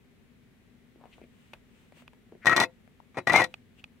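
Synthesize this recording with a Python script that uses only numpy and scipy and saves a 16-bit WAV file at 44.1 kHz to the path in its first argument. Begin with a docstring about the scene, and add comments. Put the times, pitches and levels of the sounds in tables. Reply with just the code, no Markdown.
"""A tiled table in a quiet room, close up: golf balls are handled over two metal candle holders.
One ball is lifted off and two are set down: each time a holder rocks, knocks and chatters on the tiles,
and its cup rings, higher while the ball presses on it. The steel sings briefly as a ball rubs the rim.
In between, balls click together, fingers tap and rub faintly, and sleeves brush."""
import sys
import numpy as np
from scipy import signal
from scipy.fft import rfft, irfft
from scipy.io import wavfile

SR = 44100
rng = np.random.default_rng(int(sys.argv[2]) if len(sys.argv) > 2 else 0)


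def to_wav(sig):
    """Store sig (one row per channel, or 1-D mono) as 16-bit WAV at the path in sys.argv[1].

    Samples outside -1..1 are clipped; the rate is SR.
    """
    pcm = np.clip(np.atleast_2d(sig), -1, 1) * 32767
    pcm = np.round(pcm).astype(np.int16)
    wavfile.write(sys.argv[1], SR, pcm.T)  # frames by channels


N = 176400
T = np.arange(N) / SR
TAIL = SR // 2  # samples in a decay

# tone colour of a click on a golf ball: f/Hz, level/dB
CLICK_COLOUR = [(100, -13.5), (400, -12), (850, 6), (1700, 3.5), (2600, -2), (4200, -16.5), (6000, -23),
                (9000, -16.5), (15000, -26)]


def undb(db):
    """Decibels to gain."""
    return 10 ** (np.asarray(db) / 20)


def unit(x):
    """Scale to rms 1."""
    return x / np.sqrt(np.mean(x ** 2))


def pan(db):
    """Stereo gains with the left louder by db."""
    gains = undb(np.array([[db], [-db]]) / 2)
    return gains / gains.mean()


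def filtered(x, kind, hz, order):
    """Butterworth low, high or band pass."""
    return signal.sosfilt(signal.butter(order, hz, kind, fs=SR, output="sos"), x)


def fade(t60):
    """Exponential decay of unit energy."""
    decay = np.exp(-np.log(1000) * T[:TAIL] / t60)
    return decay / np.linalg.norm(decay)


def swell(middle, length):
    """Bell-shaped envelope, timed in seconds."""
    return np.exp(-(2 * (T - middle) / length) ** 2)


def through(x, response):
    """Convolve with a response, channel by channel."""
    return signal.fftconvolve(np.atleast_2d(x), np.atleast_2d(response), axes=1)[:, :N]


def colour(points, size=4096):
    """Minimum-phase response of unit energy with the given spectrum."""
    hz, db = np.array(points).T
    bins = np.maximum(np.fft.rfftfreq(size, 1 / SR), 1)
    cepstrum = irfft(np.log(undb(np.interp(np.log(bins), np.log(hz), db))))
    cepstrum[1:size // 2] *= 2
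    cepstrum[size // 2 + 1:] = 0
    response = irfft(np.exp(rfft(cepstrum)))
    return response / np.linalg.norm(response)


def stereo_noise(width, size):
    """Noise that spreads with width while its bass stays centred."""
    mid, side = rng.standard_normal((2, size))
    side = filtered(side, "high", 280, order=1)
    return np.array([mid + width * side, mid - width * side]) / np.hypot(1, width)


def scatter(t60, share, width):
    """A direct click followed by a dense fading tail without bass."""
    response = filtered(share * fade(t60) * stereo_noise(width, TAIL), "high", 300, order=2)
    response[:, 0] += 1
    return response / np.hypot(1, share)


def blows(times, db):
    """One impulse for each contact."""
    x = np.zeros(N)
    np.add.at(x, np.clip((np.asarray(times) * SR).astype(int), 0, N - 1), undb(db))
    return x


def ping(start, db, hz, t60):
    """One damped vibration."""
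    age = np.maximum(T - start, 0)
    return undb(db) * np.exp(-np.log(1000) * age / t60) * np.sin(2 * np.pi * hz * age)


def room_tone():
    """A low steady bed of room noise with a faint wide hiss."""
    spectrum = [(12, -38.5), (20, -5.5), (22, -7.5), (34, -9.5), (53, -8.5), (207, -7), (245, -1),
                (282, -14.5), (306, -16), (333, -15.5), (404, -14.5), (565, -23), (985, -29.5), (1340, -29),
                (2030, -25.5), (3850, -34.5), (4950, -41), (7110, -42), (15500, -46)]  # colour of the bed: f/Hz, level/dB
    mid, side = rng.standard_normal((2, N))
    side = side - 0.45 * filtered(side, "low", 1500, order=1)  # narrower in the lows
    bed = through(np.array([mid + side, mid - side]), colour(spectrum))
    return unit(bed) * undb(-59) * pan(2.5)


def room_reverb(x):
    """A small room that holds on to the low notes."""
    tail = fade(t60=0.17) * stereo_noise(width=0.47, size=TAIL)
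    tail = filtered(tail, "low", 200, order=1)
    tail = filtered(tail, "low", 1200, order=1)
    return undb(-5.5) * through(x.mean(axis=0), tail)


def brushes():
    """Soft swells of cloth and skin as the hands move."""
    strokes = [(1.15, 0.17, -67.5), (1.45, 0.31, -68.5), (1.8, 0.21, -67.5), (1.99, 0.078, -59),
               (3.52, 0.14, -68.5), (3.79, 0.056, -66.5)]  # hand movements: middle t/s, length/s, level/dB
    cloth = [(200, -9), (700, -1), (1500, -1.5), (2800, 3), (5000, -13.5), (8700, -9.5), (10500, -21),
             (15000, -16.5)]  # colour of sleeves and skin: f/Hz, level/dB
    envelope = sum(undb(db) * swell(t, length) for t, length, db in strokes)
    return through(envelope * stereo_noise(width=0.99, size=N), colour(cloth)) * pan(3)


def rubs():
    """A finger or ball rubs drily: short grainy swells, each in one broad resonance."""
    strokes = [(1.136, 0.028, -56.5, 2640, 1230), (1.044, 0.1, -63, 820, 470),
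               (1.235, 0.04, -64, 2300, 440), (2.436, 0.026, -47.5, 1800, 600),
               (3.795, 0.027, -61, 2900, 670)]  # rubs: middle t/s, length/s, level/dB, centre f/Hz, bandwidth/Hz
    out = 0
    for t, length, db, hz, width in strokes:
        grain = rng.standard_normal(N) * np.exp(.5 * rng.standard_normal(N))
        band = filtered(grain, "band", [max(hz - width / 2, 50), hz + width / 2], order=2)
        out = out + undb(db) * unit(band) * swell(t, length)
    return out * pan(6)


def finger_taps():
    """A finger on a ball gives a dull tap that dies away in a rough little scuff."""
    # taps: t/s, tone level/dB, f/Hz, scuff t60/s, click level/dB, left minus right/dB
    taps = [(.959, -46, 410, .06, -66, 4), (1.012, -44.5, 644, 0.085, -55, 4),
            (1.039, -39.5, 800, 0.035, -63, 8), (1.0561, -40, 660, 0.11, -50, 5),
            (1.182, -43, 730, 0.14, -67, 7), (1.216, -39.5, 430, 0.043, -52.5, 6),
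            (1.239, -43, 505, 0.071, -49, 5), (1.535, -36.5, 900, 0.1, -35, 2),
            (1.923, -40.5, 734, 0.034, -46, 2), (1.971, -48, 694, 0.016, -52, 4),
            (2.022, -46.5, 780, 0.024, -44, 3), (2.0793, -44, 1260, 0.015, -48.5, 5),
            (2.1337, -48.5, 950, 0.022, -48, 5), (2.323, -37.5, 440, 0.15, -58, 2.5),
            (2.352, -42, 480, 0.077, -58, 4), (2.877, -48, 680, 0.0091, -51.5, 27),
            (3.002, -44.5, 856, .012, -55, 27), (3.146, -48, 1898, 0.035, -59.5, 7),
            (3.541, -61, 813, 0.019, -38, -9), (3.8405, -47.5, 760, 0.011, -48, -5)]
    out, click = np.zeros((2, N + SR)), colour(CLICK_COLOUR)
    ring_cycles = 5.2
    for t, db, hz, t60, click_db, pan_db in taps:
        tone = ping(0, db + 5.5, hz, t60=ring_cycles / hz)[:len(click)]
        hit = tone + undb(click_db + 12.5) * click
        tap = pan(pan_db) * through(hit, scatter(t60, share=0.82, width=0.56))
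        start = int(t * SR)
        out[:, start:start + tap.shape[1]] += tap
    return out[:, :N]


def ball_clicks():
    """Ball on ball: a snap and a few very short modes, smeared a little by the table."""
    clicks = [(1.5338, -40.5, 8), (1.537, -37, 9), (2.0787, -42.5, 4), (3.541, -29.5, 2.5),
              (3.796, -50, 8.5), (3.8413, -33, 2)]  # collisions: t/s, level/dB, left minus right/dB
    modes = [(830, -14.5, 0.019), (1370, -12, 0.0084), (2520, 4, 0.019), (2727, -2.5, 0.0091),
             (3350, -7, 0.0076), (4360, -18.5, 0.034)]  # modes of the click: f/Hz, level/dB, t60/s
    snap = undb(-7.5) * colour(CLICK_COLOUR)
    hit = snap + sum(ping(0, db, hz, t60) for hz, db, t60 in modes)[:len(snap)]
    impacts = sum(pan(pan_db) * blows([t], [db]) for t, db, pan_db in clicks)
    return undb(-3) * through(through(impacts, hit), scatter(t60=0.014, share=1.0, width=1.0))


def rim_squeaks():
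    """The steel sings on one slightly unsteady mode as a ball rubs along the rim."""
    squeaks = [(2.524, 0.039, 1321, -24), (2.59, 0.077, 2200, -41.5), (3.383, 0.069, 2900, -43),
               (3.352, 0.033, 2300, -27)]  # sung notes: middle t/s, length/s, f/Hz, level/dB
    drift = np.cumsum(rng.standard_normal(N)) * 0.0071
    return sum(undb(db) * np.sqrt(2) * swell(t, length) * np.sin(2 * np.pi * hz * T + drift)
               for t, length, hz, db in squeaks)


def chatter(median_gap_s=0.001, spread_db=2.5):
    """Tiny uneven contacts in quick succession, rms 1."""
    gap, size = rng.standard_normal((8000, 2)).T
    times = np.cumsum(np.exp(gap / 2)) * median_gap_s
    inside = times < T[-1]
    return unit(blows(times[inside], spread_db * size[inside]))


def chatter_envelopes():
    """Gains of rattle, cup ring and treble over the three bouts of rocking."""
    # bouts of chatter: t/s, tile rattle level/dB, cup ring level/dB, treble level/dB
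    lift = [(2.456, -68.5, -65, -69), (2.459, -30.5, -25.5, -46), (2.467, -30.5, -37, -32.5),
            (2.4695, -24.5, -12.5, -33), (2.488, -29, -22, -44.5), (2.534, -28.5, -22, -44),
            (2.543, -36.5, -35, -59), (2.562, -33, -32, -63.5), (2.566, -23, -28.5, -30.5),
            (2.581, -26, -19, -37.5), (2.598, -26, -36.5, -55), (2.606, -22.5, -23, -32),
            (2.629, -28, -28, -34), (2.638, -22, -18.5, -34.5), (2.649, -35.5, -54, -49.5),
            (2.662, -60, -52, -56)]
    touch = [(3.144, -56.5, -69, -69), (3.17, -46.5, -62, -71.5), (3.171, -31, -36.5, -51.5),
             (3.188, -26.5, -41, -64), (3.204, -47, -56.5, -72), (3.225, -66.5, -74, -77.5)]
    set_down = [(3.267, -56, -64, -58.5), (3.272, -23.5, -20, -45), (3.290, -32.5, -26.5, -37),
                (3.297, -24.5, -16.5, -38), (3.31, -27, -18, -50.5), (3.317, -29.5, -52.5, -51),
                (3.335, -22.5, -28.5, -42.5), (3.355, -18, -16.5, -33.5), (3.367, -23, -19.5, -30),
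                (3.392, -20, -23.5, -38), (3.412, -22, -26, -36.5), (3.424, -27.5, -19, -44),
                (3.434, -33, -28, -44), (3.447, -30, -26, -49.5), (3.455, -40, -51, -53),
                (3.476, -64, -83.5, -68)]
    gains = np.zeros((3, N))
    for bout in (lift, touch, set_down):
        times, *levels = np.array(bout).T
        active = (T > times[0]) * (T < times[-1])
        gains += undb([np.interp(T, times, db) for db in levels]) * active
    return gains


def tiles(push, knocks):
    """The tiled top answers with a dark clatter and a short pitched thud for each knock."""
    spectrum = [(30, -31), (55, -22), (90, -5), (140, 2), (220, -2), (370, 0), (550, -3.5), (850, 1.5),
                (1200, -1), (1650, -8), (2200, -2), (3000, -22), (6000, -30.5), (10000, -52), (15000, -69)]  # colour of the table top: f/Hz, level/dB
    clatter = through(through(push, colour(spectrum)), scatter(t60=0.021, share=0.91, width=1))
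    thuds = sum(ping(t, db, hz, t60=0.014) for t, db, hz, _, _ in knocks)
    return (clatter + filtered(thuds, "high", 110, order=2)) * pan(3.5)


def thin_steel(ticks, count=90):
    """Thin steel gives a short crash and many high partials, each with its own phase left and right."""
    spectrum = [(500, -35.5), (2000, -4.5), (2700, 0), (3200, -3.5), (3850, 7.5), (4650, -4.5), (5400, -9),
                (5850, -4), (6700, -10), (8000, -11.5), (8850, -5), (10200, -29), (11600, -11.5),
                (13300, -22.5), (14500, -29.5), (15800, -40.5)]  # colour of the steel: f/Hz, level/dB
    offset, left, right, size = rng.random((count, 4)).T
    hz = 2300 + (np.arange(count) + offset) * 13000 / count
    waves = np.sin(2 * np.pi * (hz[:, None] * T[:TAIL] + np.array([left, right])[:, :, None]))
    partials = unit((size[:, None] * waves).sum(axis=1)) * fade(t60=0.034)
    crash = scatter(t60=0.028, share=3.4, width=1)
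    shimmer = undb(0.5)
    response = (crash + shimmer * partials) / np.hypot(1, shimmer)
    return through(through(ticks, colour(spectrum)), response) * pan(-0.5)


def holder_ring(push):
    """The holder's modes ring briefly, damped by the hand."""
    modes = [(362.5, -11, .18), (513, -12.5, 0.18), (684.3, -20, 0.058), (907, -16, 0.093),
             (1176, -21, .06), (1870, -11, 0.037), (2108, -12.5, 0.086), (2410, -21, .03),
             (2585, -12, 0.062), (3320, -31.5, .06), (3920, -30.5, 0.22), (4290, -29.5, 0.055),
             (4730, -31.5, .07), (4950, -32, 0.054), (5610, -29.5, .05), (7070, -34.5, 0.056),
             (8760, -23.5, 0.038)]  # holder modes: f/Hz, level/dB, t60/s
    response = sum((-1) ** k * undb(db) * fade(t60) * np.sqrt(2) * np.cos(2 * np.pi * hz * T[:TAIL])
                   for k, (hz, db, t60) in enumerate(modes))
    return undb(-4) * through(push, filtered(response, "low", 10500, order=4))


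def cup_ring(contacts, envelope, clacks, jolt_rad=0.22):
    """Each contact feeds the cup's main ring and jolts its phase; the ball's pressure bends its pitch."""
    pitch = [(2.47, 1897), (2.59, 1903), (2.65, 1945), (3.18, 1916), (3.285, 1915), (3.312, 1985),
             (3.35, 2072), (3.39, 2160), (3.418, 1937), (3.45, 1900)]  # note of the cup under the ball: t/s, f/Hz
    drive = (contacts * envelope) ** 2 + (undb(9) * clacks) ** 2
    energy = through(drive, fade(t60=0.017) ** 2)[0]
    hz = np.interp(T, *np.array(pitch).T)
    jolts = jolt_rad * (contacts > 0) * rng.standard_normal(N)
    phase = np.cumsum(2 * np.pi * hz / SR + jolts)
    tone = np.sqrt(2 * np.abs(energy)) * np.sin(phase)
    return filtered(tone, "band", [900, 4000], order=2) * undb(-1.5) * pan(9)


def rocking_holders():
    """Knocks and chatter shake the tiles, the thin steel, the holders' modes and their cups."""
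    # knocks of a rocking holder: t/s, thud level/dB, thud f/Hz, clack level/dB, tick level/dB
    knocks = [(2.449, -36, 700, -28.5, -41), (2.4575, -22.5, 1100, -18.5, -21.5),
              (2.4685, -28.5, 1500, -6.5, -15.5), (2.4957, -11.5, 1300, -20, -21),
              (2.5145, -20.5, 1320, -24, -29.5), (2.5225, -15, 1320, -34, -36.5),
              (2.5287, -16, 1300, -15, -35), (2.5345, -21.5, 1320, -23.5, -44),
              (2.5640, -39, 1200, -13, -13), (2.5685, -21, 1400, -30, -13), (2.5787, -14, 1150, -23, -22.5),
              (2.5922, -14, 950, -31.5, -29), (2.6010, -38, 800, -11.5, -10), (2.6060, -36, 1200, -10, -24),
              (2.6162, -9.5, 950, -24, -29), (2.6230, -39, 800, -24.5, -24.5),
              (2.6355, -38, 900, -30.5, -22.5), (3.1713, -22, 450, -30, -38.5),
              (3.1778, -23, 700, -25, -38), (3.1850, -20.5, 500, -43, -36),
              (3.1925, -24, 600, -32.5, -54.5), (3.2707, -31.5, 700, -25.5, -28.5),
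              (3.2730, -18, 750, -12.5, -22.5), (3.2805, -21.5, 750, -13, -33),
              (3.2970, -17.5, 1200, -19.5, -21), (3.3220, -24, 700, -28, -25.5),
              (3.3280, -24.5, 700, -20, -27.5), (3.3330, -25, 600, -26, -17),
              (3.3402, -5.5, 800, -31.5, -29), (3.3460, -11.5, 850, -19, -25.5),
              (3.3610, -8, 850, -22, -14.5), (3.4190, -12.5, 700, -41, -22),
              (3.4415, -22.5, 650, -31, -18.5)]
    times, _, _, clack_db, tick_db = np.array(knocks).T
    contacts, clacks = chatter(), blows(times, clack_db)
    rattle_gain, cup_gain, treble_gain = chatter_envelopes()
    rocking = contacts * rng.choice([-1, 1], N)
    push = undb(10) * clacks + undb(-2) * rocking * rattle_gain
    ticks = undb(10.5) * blows(times, tick_db) + undb(-1.5) * rocking * treble_gain
    clatter = tiles(push, knocks) + thin_steel(ticks)
    ring = (holder_ring(push) + rim_squeaks()) * pan(10)
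    return clatter + ring + cup_ring(contacts, cup_gain, clacks)


def scene():
    """Holders, balls and hands up front, with the room behind them."""
    near = rocking_holders() + ball_clicks() + finger_taps() + rubs() + brushes()
    return near + room_reverb(near) + room_tone()


def record(dry, low_hz=32.92, top_hz=15750):
    """A phone microphone cuts the deepest rumble and the top of the treble."""
    dry = filtered(dry, "high", low_hz, order=4)
    return signal.sosfilt(signal.ellip(10, .2, 80, top_hz, fs=SR, output="sos"), dry)


dry = scene()
out = record(dry)
to_wav(out)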